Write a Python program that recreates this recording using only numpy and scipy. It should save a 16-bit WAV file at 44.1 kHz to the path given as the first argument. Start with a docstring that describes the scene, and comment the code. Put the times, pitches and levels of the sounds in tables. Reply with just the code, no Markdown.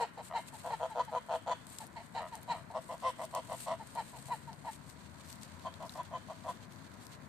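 """Four domestic geese cackle in quick runs as they walk down a gravel park path, followed by a bicycle.
Each honk is a rattle of uneven pulses filtered by the throat, which may break into a short squeak
near 1 kHz when the membranes lock into fast vibration. Close by, gravel crunches in tiny impacts,
stones and bicycle parts tick, and a thin ping and a low bump sound once each.
Traffic rumbles throughout, and a far engine gathers speed."""
import sys
import numpy as np
from scipy import signal
from scipy.fft import rfft, irfft, next_fast_len
from scipy.io import wavfile
from scipy.ndimage import map_coordinates

SR = 44100
rng = np.random.default_rng(int(sys.argv[2]) if len(sys.argv) > 2 else 0)


def inscribe(sig):
    """Save sig as 16-bit PCM at rate SR to the path in sys.argv[1].

    A 1-D sig is mono; a 2-D sig holds one channel per row.
    Samples are clipped to [-1, 1] before scaling.
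    """
    pcm = np.round(np.clip(np.atleast_2d(sig).T, -1, 1) * 32767)
    wavfile.write(sys.argv[1], SR, pcm.astype(np.int16))


N = 321048
T = np.arange(N) / SR

# Honks: bird, start_s, length_s, rattle_db, squeak_time_s, squeak_db, squeak_hz, chest_db
GOOSE_HONKS = [("shrill", -.01, 0.075, -36.5, .026, -32, 945, 13),
               ("shrill", .174, 0.053, -43.5, .194, -46, 917, 3.5),
               ("shrill", .333, 0.076, -38.5, .368, -32.5, 910, -5.5),
               ("shrill", .527, 0.043, -54.5, .544, -49, 902, 0),
               ("gruff", 0.6366, .06, -39.5, .705, -42.5, 955, -1),
               ("shrill", .7, .05, -40, .737, -34.5, 912, 4),
               ("gruff", 0.7963, .072, -34.5, .862, -59, 942, 4),
               ("shrill", .898, 0.052, -54, .92, -44, 887, -3),
               ("gruff", 0.95, 0.074, -33.5, 1.008, -31.5, 995, 9),
               ("shrill", 1.076, 0.029, -54, 1.092, -45.5, 867, -2),
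               ("gruff", 1.114, .075, -36, 1.175, -34, 991, 10.5),
               ("gruff", 1.285, .088, -33, 1.327, -46, 958, -2.1),
               ("gruff", 1.462, .078, -34.5, 1.519, -32, 999, 3.3),
               ("shrill", 1.803, 0.053, -51.5, 1.815, -46.5, 887, -6),
               ("shrill", 1.959, 0.072, -49, 1.968, -45.5, 943, -9),
               ("shrill", 2.143, .087, -41, 2.182, -37.5, 917, 1),
               ("shrill", 2.317, 0.094, -52.5, 2.335, -44.5, 932, -2),
               ("shrill", 2.477, 0.094, -40, 2.515, -32, 948, -4),
               ("shrill", 2.702, 0.04, -49, 2.711, -48, 907, -5),
               ("hoarse", 2.738, 0.059, -35.5, 2.745, -51, 920, 0),
               ("hoarse", 2.889, .073, -41, 2.905, -45, 1002, 7),
               ("hoarse", 3.022, 0.086, -36.5, 3.073, -31.5, 1038, 6),
               ("hoarse", 3.185, .067, -39, 3.235, -60, 984, 0),
               ("hoarse", 3.326, 0.079, -37, 3.372, -39.5, 1005, 1),
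               ("hoarse", 3.484, 0.076, -39.5, 3.529, -48, 965, 0),
               ("hoarse", 3.66, 0.091, -35.5, 3.717, -45.5, 982, -5.5),
               ("shrill", 3.797, .045, -52, 3.812, -47, 900, -1),
               ("shrill", 3.953, 0.078, -41.5, 3.989, -34.5, 936, 0),
               ("shrill", 4.122, .088, -54.5, 4.149, -50.5, 961, -0.95),
               ("shrill", 4.28, 0.087, -45, 4.327, -33, 957, -1),
               ("shrill", 4.473, 0.081, -55.5, 4.49, -46, 930, -6),
               ("shrill", 4.64, 0.073, -45, 4.685, -38.5, 930, -10.5),
               ("reedy", 5.639, .056, -41.5, 5.671, -40, 1028, -1),
               ("reedy", 5.798, 0.073, -44.5, 5.833, -46, 979, -6),
               ("reedy", 5.95, 0.073, -43, 6.001, -38, 1007, -2),
               ("reedy", 6.108, 0.073, -42.5, 6.157, -37.5, 1009, -2),
               ("reedy", 6.284, 0.051, -43, 6.309, -57, 1005, -3),
               ("reedy", 6.44, 0.084, -41, 6.496, -38.5, 1007, -1)]
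# Throat resonances of each voice: frequency_hz, gain_db
GRUFF_FORMANTS = [(250, -53), (420, -33), (505, -3.5), (560, -18), (655, 3.5), (740, -5), (830, -8),
                  (1000, -1.5), (1120, -20.5), (1240, -16), (1500, -21.5), (2200, -58)]
HOARSE_FORMANTS = [(250, -55.5), (440, -35), (520, -7), (570, -13), (650, 2.5), (730, -4.5), (830, -12.5),
                   (1020, -3.5), (1120, -9), (1230, -17.5), (1450, -29), (2200, -66.5)]
SHRILL_FORMANTS = [(250, -32.5), (400, -27), (470, -1.5), (530, -11.5), (650, 3), (750, 4.5), (820, -1),
                   (940, 5.5), (1060, -8.5), (1300, -16.5), (2200, -57.5)]
CREAK_FORMANTS = [(250, -50), (480, -27), (600, -2), (670, 6), (780, -16.5), (980, 0), (1120, -9),
                  (1260, -4), (1600, -35), (1900, -10.5), (2500, -38), (2900, -21), (3500, -34),
                  (9000, -52)]
# Resonances that colour the rasp leaving the bill: frequency_hz, gain_db
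GRUFF_BILL = [(700, -22.5), (1220, 3.5), (1480, 2), (1900, -2), (2270, -14), (2550, -4.5), (2790, -15),
              (3230, -2), (3800, -15), (4580, -13.5), (4900, -26), (6750, -16.5), (10000, -33),
              (15000, -64)]
HOARSE_BILL = [(700, -22), (1250, 4), (1680, -7), (2000, 5), (2330, -11), (2600, -7), (3200, -1),
               (3950, -10.5), (4250, -10), (4950, -15), (5550, -9.5), (6700, -22), (8600, -11),
               (13000, -51)]
SHRILL_BILL = [(700, -19), (1400, 0.5), (1680, 5.5), (2120, -1.5), (2300, -7.5), (2460, -1), (2680, -9),
               (3080, -3.5), (3550, -19.5), (3950, -2.5), (4500, -10), (6000, -25), (7600, -15),
               (13000, -61)]
# Rasp as the bills turn towards the listener and away: time_s, gain_db
BILL_FACING = [(0, 1.5), (1.2, -1), (1.9, 5.5), (2.5, 2), (2.75, -4), (3.1, 1), (4.3, -1), (5.7, 0)]
# Reverberation of the path and of the trees: frequency_hz, t60_s
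PATH_DECAY = [(1500, 0.025), (8000, 0.042)]
TREE_DECAY = [(200, 0.17), (1000, 0.22), (3000, 0.46), (10000, 0.11)]
# Steady rolling on gravel: time_s, level_db
ROLLING = [(0.0, -74), (0.22, -74), (0.56, -63), (0.91, -69), (1.4, -72), (2.39, -69), (2.55, -74.5),
           (3.65, -64), (3.81, -68.5), (4.2, -62.5), (4.36, -67.5), (4.97, -74.5), (5.17, -70),
           (7.28, -74.5)]
# Scuffs in the gravel: centre_s, sigma_s, level_db
GRAVEL_SCUFFS = [(.02, 0.016, -56), (.255, 0.026, -55), (.41, 0.017, -54), (.56, .027, -56.5),
                 (1.36, .027, -59), (1.725, 0.031, -54), (1.82, 0.027, -54), (2.355, 0.023, -57.5),
                 (2.55, .047, -64), (2.88, .044, -58.5), (3.101, 0.027, -55.5), (3.23, 0.025, -56),
                 (3.57, 0.055, -52), (3.625, .02, -45), (4.33, .056, -57), (4.03, 0.053, -62),
                 (4.72, 0.04, -59), (4.9, .027, -59), (5.3, .029, -58), (5.42, .03, -61.5),
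                 (5.92, .048, -59), (6.5, 0.037, -60), (6.74, .022, -67), (7.06, .038, -62)]
# The path turns sandy: time_s, sand_fraction
SAND_SHARE = [(4.3, 0), (5.3, 1)]
# Spectra of the grain impacts: frequency_hz, gain_db
CRUNCH_SPECTRUM = [(3000, -27), (5500, -23), (7400, -1), (8600, 4), (9900, -8), (12500, -7.5), (14500, -17)]
GRIT_SPECTRUM = [(1200, -11), (2200, -2), (3200, -3), (4400, 0), (5200, -8), (7000, -5), (12000, -38)]
SAND_SPECTRUM = [(2000, -21), (4200, 4.5), (6000, 4), (9000, -4), (12000, 1), (14500, -15)]
# Spectra of distant traffic: frequency_hz, gain_db
RUMBLE_SPECTRUM = [(15, -60), (25, -42), (39, -36), (52, -12), (70, -10.5), (90, -4), (130, -3), (170, -3),
                   (250, -5.5), (360, -16), (450, -21.5), (600, -46), (1000, -120)]
WASH_SPECTRUM = [(200, -20), (430, -4.5), (620, 1), (820, -3.5), (980, 3), (1180, -3), (1600, -3.5),
                 (2100, -8), (3000, -24.5), (6000, -29.5)]
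# Slow creaks of a slack throat: start_s, length_s, level_db
THROAT_CREAKS = [(0.299, 0.056, -44), (2.193, 0.091, -43.5), (2.523, .09, -49), (3.7, 0.063, -44)]
# A thin ping and a low bump: start_s, pitch_hz, level_db, attack_s, t60_s
DAMPED_TONES = [(.358, 2100, -46, 0.0064, 0.24), (2.495, 165.5, -37, 0.011, 0.13)]
# Clicks of stones and bicycle parts: start_s, level_db, pitch_hz
CLICKS = [(0.597, -44, 8500), (1.6687, -39, 8900), (1.7857, -30, 7610), (1.8681, -42, 9080),
          (2.354, -36.5, 8720), (2.431, -42, 11600), (2.98, -48, 8490), (3.2517, -37.5, 8580),
          (3.3501, -30, 8350), (3.8722, -40, 8620), (3.9516, -40.5, 8700), (4.5304, -42.5, 4680),
          (5.357, -44, 8560), (5.4337, -41, 7570), (5.5951, -46, 3800), (5.7403, -40.5, 3800),
          (5.8945, -35.5, 3920), (5.9386, -42, 4710)]
# A far engine gathers speed and changes gear: time_s, firing_hz
ENGINE_FIRING = [(2.8, 54.1), (3.9, 64.47), (4.6, 72.47), (6.65, 102), (7.28, 89.1)]
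# Exhaust resonances: frequency_hz, level_db
EXHAUST_RESPONSE = [(62, -84), (72, -74), (79, -62.5), (88, -60), (96, -65), (102, -59), (110, -71),
                    (129, -59), (145, -60), (180, -75)]


def amp(db):
    """Amplitude ratio of a level in decibels."""
    return 10 ** (np.asarray(db) / 20)


def unit(x):
    """Normalisation to rms 1."""
    return x / np.sqrt(np.mean(x ** 2) + 1e-20)


def match_energy(x, reference):
    """Scaling of x to the mean power of a reference."""
    return unit(x) * np.sqrt(np.mean(reference ** 2))


def along(points, hz):
    """Interpolation on a logarithmic frequency axis."""
    knots_hz, values = np.transpose(points)
    return np.interp(np.log(hz + 1), np.log(knots_hz + 1), values)


def curve(points):
    """Linear interpolation in time, one value per sample."""
    return np.interp(T, *np.transpose(points))


def wobble(knots_per_s, size=N):
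    """Smooth random modulation: a spline through Gaussian values."""
    knots = rng.standard_normal(int(size * knots_per_s / SR) + 4)
    return map_coordinates(knots, [np.arange(size) * knots_per_s / SR])


def resonate(x, spectrum, scale=1, size=4096):
    """A minimum-phase resonator with this spectrum, its frequencies multiplied by scale."""
    gain = amp(along(spectrum, np.fft.rfftfreq(size, 1 / SR) / scale))
    cepstrum = irfft(np.log(gain))
    # folding the cepstrum makes the response causal
    cepstrum[1:size // 2] *= 2
    cepstrum[size // 2 + 1:] = 0
    return signal.fftconvolve(x, irfft(np.exp(rfft(cepstrum))))[:len(x)]


def noise(spectrum):
    """Spectral shaping of white noise, at rms 1."""
    size = next_fast_len(N)
    gain = amp(along(spectrum, np.fft.rfftfreq(size, 1 / SR)))
    return unit(irfft(rfft(rng.standard_normal(size)) * gain, size)[:N])


def pan(left_db):
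    """Direction from the level difference between left and right."""
    return amp([[left_db / 2], [-left_db / 2]])


def scatter(x, decay):
    """Diffuse reflection: convolution with exponentially decaying noise, different on each side."""
    hz, t, bands = signal.stft(rng.standard_normal((2, SR // 2)), SR, nperseg=256)
    _, tail = signal.istft(bands * amp(-60 * t / along(decay, hz)[:, None]), SR, nperseg=256)
    return signal.fftconvolve(x[None], tail / np.linalg.norm(tail[0]), axes=1)[:, :N]


def breath(t, start, length, swell):
    """Driving pressure: one push of air rises for the fraction swell of its length, then falls."""
    ramp = np.interp((t - start) / length, [0, np.clip(swell, .05, .95), 1], [0, 1, 0])
    return np.sin(np.pi / 2 * ramp) ** 0.68


def call_span(start, length):
    """The samples of a call and its free decay."""
    return slice(max(0, int(start * SR)), min(N, int((start + length + .03) * SR)))


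def slaps(size, rate_hz, jitter, spread_db):
    """A quasi-periodic pulse train: membranes slap shut at uneven intervals and strengths."""
    timing, strength = rng.standard_normal((64, 2)).T
    gaps = np.exp(jitter * timing)
    at = (np.cumsum(gaps) - gaps[0] + 0.199) * SR / rate_hz
    inside = at < size
    return np.bincount(at[inside].astype(int), amp(spread_db * strength[inside]), size)


def goose(bird, formants, easy_db, stretch_per_db, chest_hz, bill, rasp_db, swell, squeak_sigma_s,
          rate_hz, jitter, glide_hz_per_s, bend_hz_per_s2, waver, under_db, over_db, hiss, gain_db):
    """Source and filter: membrane pulses excite throat and bill, giving one bird's voice and rasp."""
    voice, rasp = np.zeros((2, N))
    honks = [row[1:] for row in GOOSE_HONKS if row[0] == bird]
    for start, length, rattle_db, squeak_at, squeak_db, squeak_hz, chest_db in honks:
        span = call_span(start, length)
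        t = T[span]
        push = amp(rattle_db) * breath(t, start - .002, length, swell)
        pulses = slaps(len(t), rate_hz, jitter, spread_db=2)
        tract = [(hz, db + min(chest_db, 4) * np.exp(-((hz - chest_hz) / 45) ** 2))
                 for hz, db in formants]
        # effort beyond an easy honk reshapes the throat and shifts its resonances
        stretch = 1 + stretch_per_db * (max(rattle_db, squeak_db) - easy_db)
        rattle = match_energy(resonate(pulses * push, tract, stretch), push)
        # the membranes lock into a fast vibration whose second harmonic sits on a throat resonance
        reach = max(length, squeak_at - start) + .004
        lock = amp(squeak_db) * np.exp(-.5 * ((t - squeak_at) / squeak_sigma_s) ** 2)
        lock *= breath(t, start, reach, (squeak_at - start) / reach) ** .5
        offset_s = np.clip(t - squeak_at, -.035, .035)
        second_hz = squeak_hz + glide_hz_per_s * offset_s - bend_hz_per_s2 * offset_s ** 2
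        fundamental_hz = second_hz * (1 + waver * wobble(350, len(t))) / 2
        phase = 2 * np.pi * np.cumsum(fundamental_hz) / SR
        upper = amp(over_db) * (np.sin(3 * phase) + 0.21 * np.sin(4 * phase))
        harmonics = amp(under_db + chest_db) * np.sin(phase) + np.sin(2 * phase) + upper
        squeak = np.sqrt(2) * lock * harmonics * amp(1.2 * wobble(256, len(t)))
        # while they are locked, the rattle gives way
        loose = 1 / np.sqrt(1 + 0.33 * (lock / amp(rattle_db)) ** 2)
        honk = loose * rattle + squeak
        voice[span] += honk
        # every closure also makes a sharp click and a puff of turbulent air
        closures = np.diff(np.floor(phase / (2 * np.pi)), prepend=0)
        clicks = unit(pulses) * push * loose + unit(closures) * lock
        airflow = signal.lfilter([1], [1, -np.exp(-1 / (0.0024 * SR))], clicks)
        puffs = airflow * rng.standard_normal(len(t))
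        # the bill opens a little differently for every honk
        opening = [(hz, db + 1.6 * rng.standard_normal()) for hz, db in bill]
        excitation = unit(clicks) + hiss * loose * unit(puffs)
        buzz = resonate(excitation, opening, scale=1 + 0.011 * rng.standard_normal())
        rasp[span] += amp(rasp_db) * match_energy(buzz, honk)
    return amp(gain_db) * np.array([voice, rasp])


def flock():
    """Directivity and reflection: the rasp beams from the bills; the path and the trees scatter sound."""
    gruff = goose("gruff", GRUFF_FORMANTS, easy_db=-37.5, stretch_per_db=-.003, chest_hz=528,
                  bill=GRUFF_BILL, rasp_db=-15, swell=.52, squeak_sigma_s=.011,
                  rate_hz=152, jitter=.18, glide_hz_per_s=-1000, bend_hz_per_s2=29400,
                  waver=.014, under_db=-21, over_db=-30, hiss=1, gain_db=.5)
    hoarse = goose("hoarse", HOARSE_FORMANTS, easy_db=-33.5, stretch_per_db=.004, chest_hz=500,
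                   bill=HOARSE_BILL, rasp_db=-15.5, swell=.5, squeak_sigma_s=.023,
                   rate_hz=180, jitter=.26, glide_hz_per_s=-500, bend_hz_per_s2=45000,
                   waver=.009, under_db=-18.5, over_db=-37, hiss=1.7, gain_db=0)
    shrill = goose("shrill", SHRILL_FORMANTS, easy_db=-40, stretch_per_db=.003, chest_hz=495,
                   bill=SHRILL_BILL, rasp_db=-13.5, swell=.23, squeak_sigma_s=.013,
                   rate_hz=240, jitter=.27, glide_hz_per_s=-2900, bend_hz_per_s2=65000,
                   waver=.014, under_db=-22, over_db=-23, hiss=.85, gain_db=0)
    reedy = goose("reedy", HOARSE_FORMANTS, easy_db=-47.5, stretch_per_db=0, chest_hz=493,
                  bill=GRUFF_BILL, rasp_db=-14, swell=.5, squeak_sigma_s=.012,
                  rate_hz=165, jitter=.22, glide_hz_per_s=-1000, bend_hz_per_s2=35000,
                  waver=.02, under_db=-20, over_db=-33, hiss=1.1, gain_db=.5)
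    voice, rasp = gruff + hoarse + shrill + reedy
    voice += creaks()
    rasp *= amp(curve(BILL_FACING))
    off_path = amp(-1) * scatter(rasp, PATH_DECAY)
    off_trees = amp(-21.5) * scatter(voice, TREE_DECAY) + amp(-9) * scatter(rasp, TREE_DECAY)
    return pan(2.1) * voice + pan(-3.5) * (amp(-3.5) * rasp + off_path) + off_trees


def gravel():
    """Shot noise: tyres and shoes grind small stones in clumps of tiny cracks, swelling at each scuff."""
    roll_db, sand = curve(ROLLING), curve(SAND_SHARE)
    crunch_db = roll_db + 1.86
    grit_db = -66 + 0.65 * (roll_db - roll_db.mean()) + 3.5 * sand
    scuffs = sum(amp(db) * np.exp(-.5 * ((T - centre) / sigma) ** 2)
                 for centre, sigma, db in GRAVEL_SCUFFS)
    clumps = amp(2.5 * wobble(35) + 1.7 * wobble(220))

    def grains(spectrum, per_s, spread_db):
        """Impacts of random time and strength excite a common resonance."""
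        strength_db = spread_db * np.minimum(rng.exponential(size=(2, N)), 5)
        strengths = amp(strength_db) * rng.standard_normal((2, N))
        impacts = clumps * strengths * (rng.random(N) < per_s / SR)
        return unit(np.array([resonate(side, spectrum) for side in impacts]))

    crunch = np.hypot(amp(crunch_db), amp(-2.5) * scuffs) * grains(CRUNCH_SPECTRUM, 7000, spread_db=3)
    grit = np.hypot(amp(grit_db), amp(-7.5) * scuffs) * grains(GRIT_SPECTRUM, 9000, spread_db=0)
    fizz = amp(-15 + 15.5 * sand) * scuffs * grains(SAND_SPECTRUM, 4000, spread_db=6.5)
    return pan(7.3) * crunch + pan(-2.8) * grit + pan(2) * fizz


def traffic(approach_db_per_s=.4):
    """Incoherent noise: a far rumble on the left slowly draws nearer under a diffuse wash."""
    rumble = pan(15.2) * noise(RUMBLE_SPECTRUM)
    rumble += amp(-23) * np.array([noise(RUMBLE_SPECTRUM), noise(RUMBLE_SPECTRUM)])
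    wash = np.array([noise(WASH_SPECTRUM), noise(WASH_SPECTRUM)]) + 0.43 * noise(WASH_SPECTRUM)
    return amp(-61.5 + approach_db_per_s * T) * rumble + pan(1) * amp(-59 + .6 * wobble(1.44)) * wash


def creaks():
    """Pulse excitation: a slack throat beats so slowly that each slap is heard."""
    out = np.zeros(N)
    for start, length, db in THROAT_CREAKS:
        span = call_span(start, length)
        push = amp(db) * breath(T[span], start, length, swell=0.3)
        pulses = slaps(len(push), rate_hz=86, jitter=0.0585, spread_db=0.5)
        out[span] += match_energy(resonate(pulses * push, CREAK_FORMANTS), push)
    return out


def ping_and_bump():
    """Damped oscillation: single tones swell quickly and decay exponentially."""
    out = np.zeros(N)
    for start, hz, db, attack, t60 in DAMPED_TONES:
        t = np.maximum(T - start, 0)
        envelope = amp(db - 60 * t / t60) * (1 - np.exp(-t / attack))
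        out += envelope * np.sin(2 * np.pi * hz * t)
    return pan(6.7) * out


def ticks(stray_count=10, snap_t60_s=0.006, splutter_t60_s=0.045):
    """Impact excitation: a snap and a brief splutter ring each stone or bicycle part at its own pitch."""
    # loose stones add fainter clicks at random moments
    stray_starts = rng.uniform(0, N / SR - .1, stray_count)
    strays = [(start, -49 + 3 * loud, 8300 * 1.1 ** high)
              for start, (loud, high) in zip(stray_starts, rng.standard_normal((stray_count, 2)))]
    out = np.zeros((2, N))
    t = np.arange(SR // 25) / SR
    fade = amp(-60 * t / snap_t60_s) + amp(-16 - 60 * t / splutter_t60_s)
    for start, db, hz in list(CLICKS) + strays:
        # a low knock lies beneath the resonance peak
        spectrum = [(400, -35), (1500, -20), (0.91 * hz, -9), (hz, 0), (1.23 * hz, -12), (3.8 * hz, -22)]
        click = np.array([resonate(fade * rng.standard_normal(len(t)), spectrum) for _ in range(2)])
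        out[:, round(start * SR):][:, :len(t)] += amp(db - 20.5) * unit(click)
    return pan(4.7) * out


def engine(fade_in_s=.8):
    """Forced resonance: the two lowest orders of a far engine boom as they cross the exhaust's peaks."""
    firing_hz = curve(ENGINE_FIRING)
    phase = 2 * np.pi * np.cumsum(firing_hz * (1 + 0.0057 * wobble(12))) / SR
    drone = sum(amp(along(EXHAUST_RESPONSE, order * firing_hz)) * np.sin(order * phase)
                for order in (1, 2))
    fade_in = np.clip((T - ENGINE_FIRING[0][0]) / fade_in_s, 0, 1)
    return pan(14.5) * amp(-1.5 + 2 * wobble(7)) * fade_in * drone


def scene():
    """Superposition: geese ahead, gravel underfoot, traffic far off."""
    return flock() + gravel() + ticks() + ping_and_bump() + traffic() + engine()


def record(dry):
    """Band limiting: an ideal low-pass filter removes the highest treble."""
    cutoff_hz = 14650
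    size = next_fast_len(N + SR // 2)
    passband = np.fft.rfftfreq(size, 1 / SR) < cutoff_hz
    return irfft(rfft(dry, size) * passband, size)[:, :N]


dry = scene()
out = record(dry)
inscribe(out)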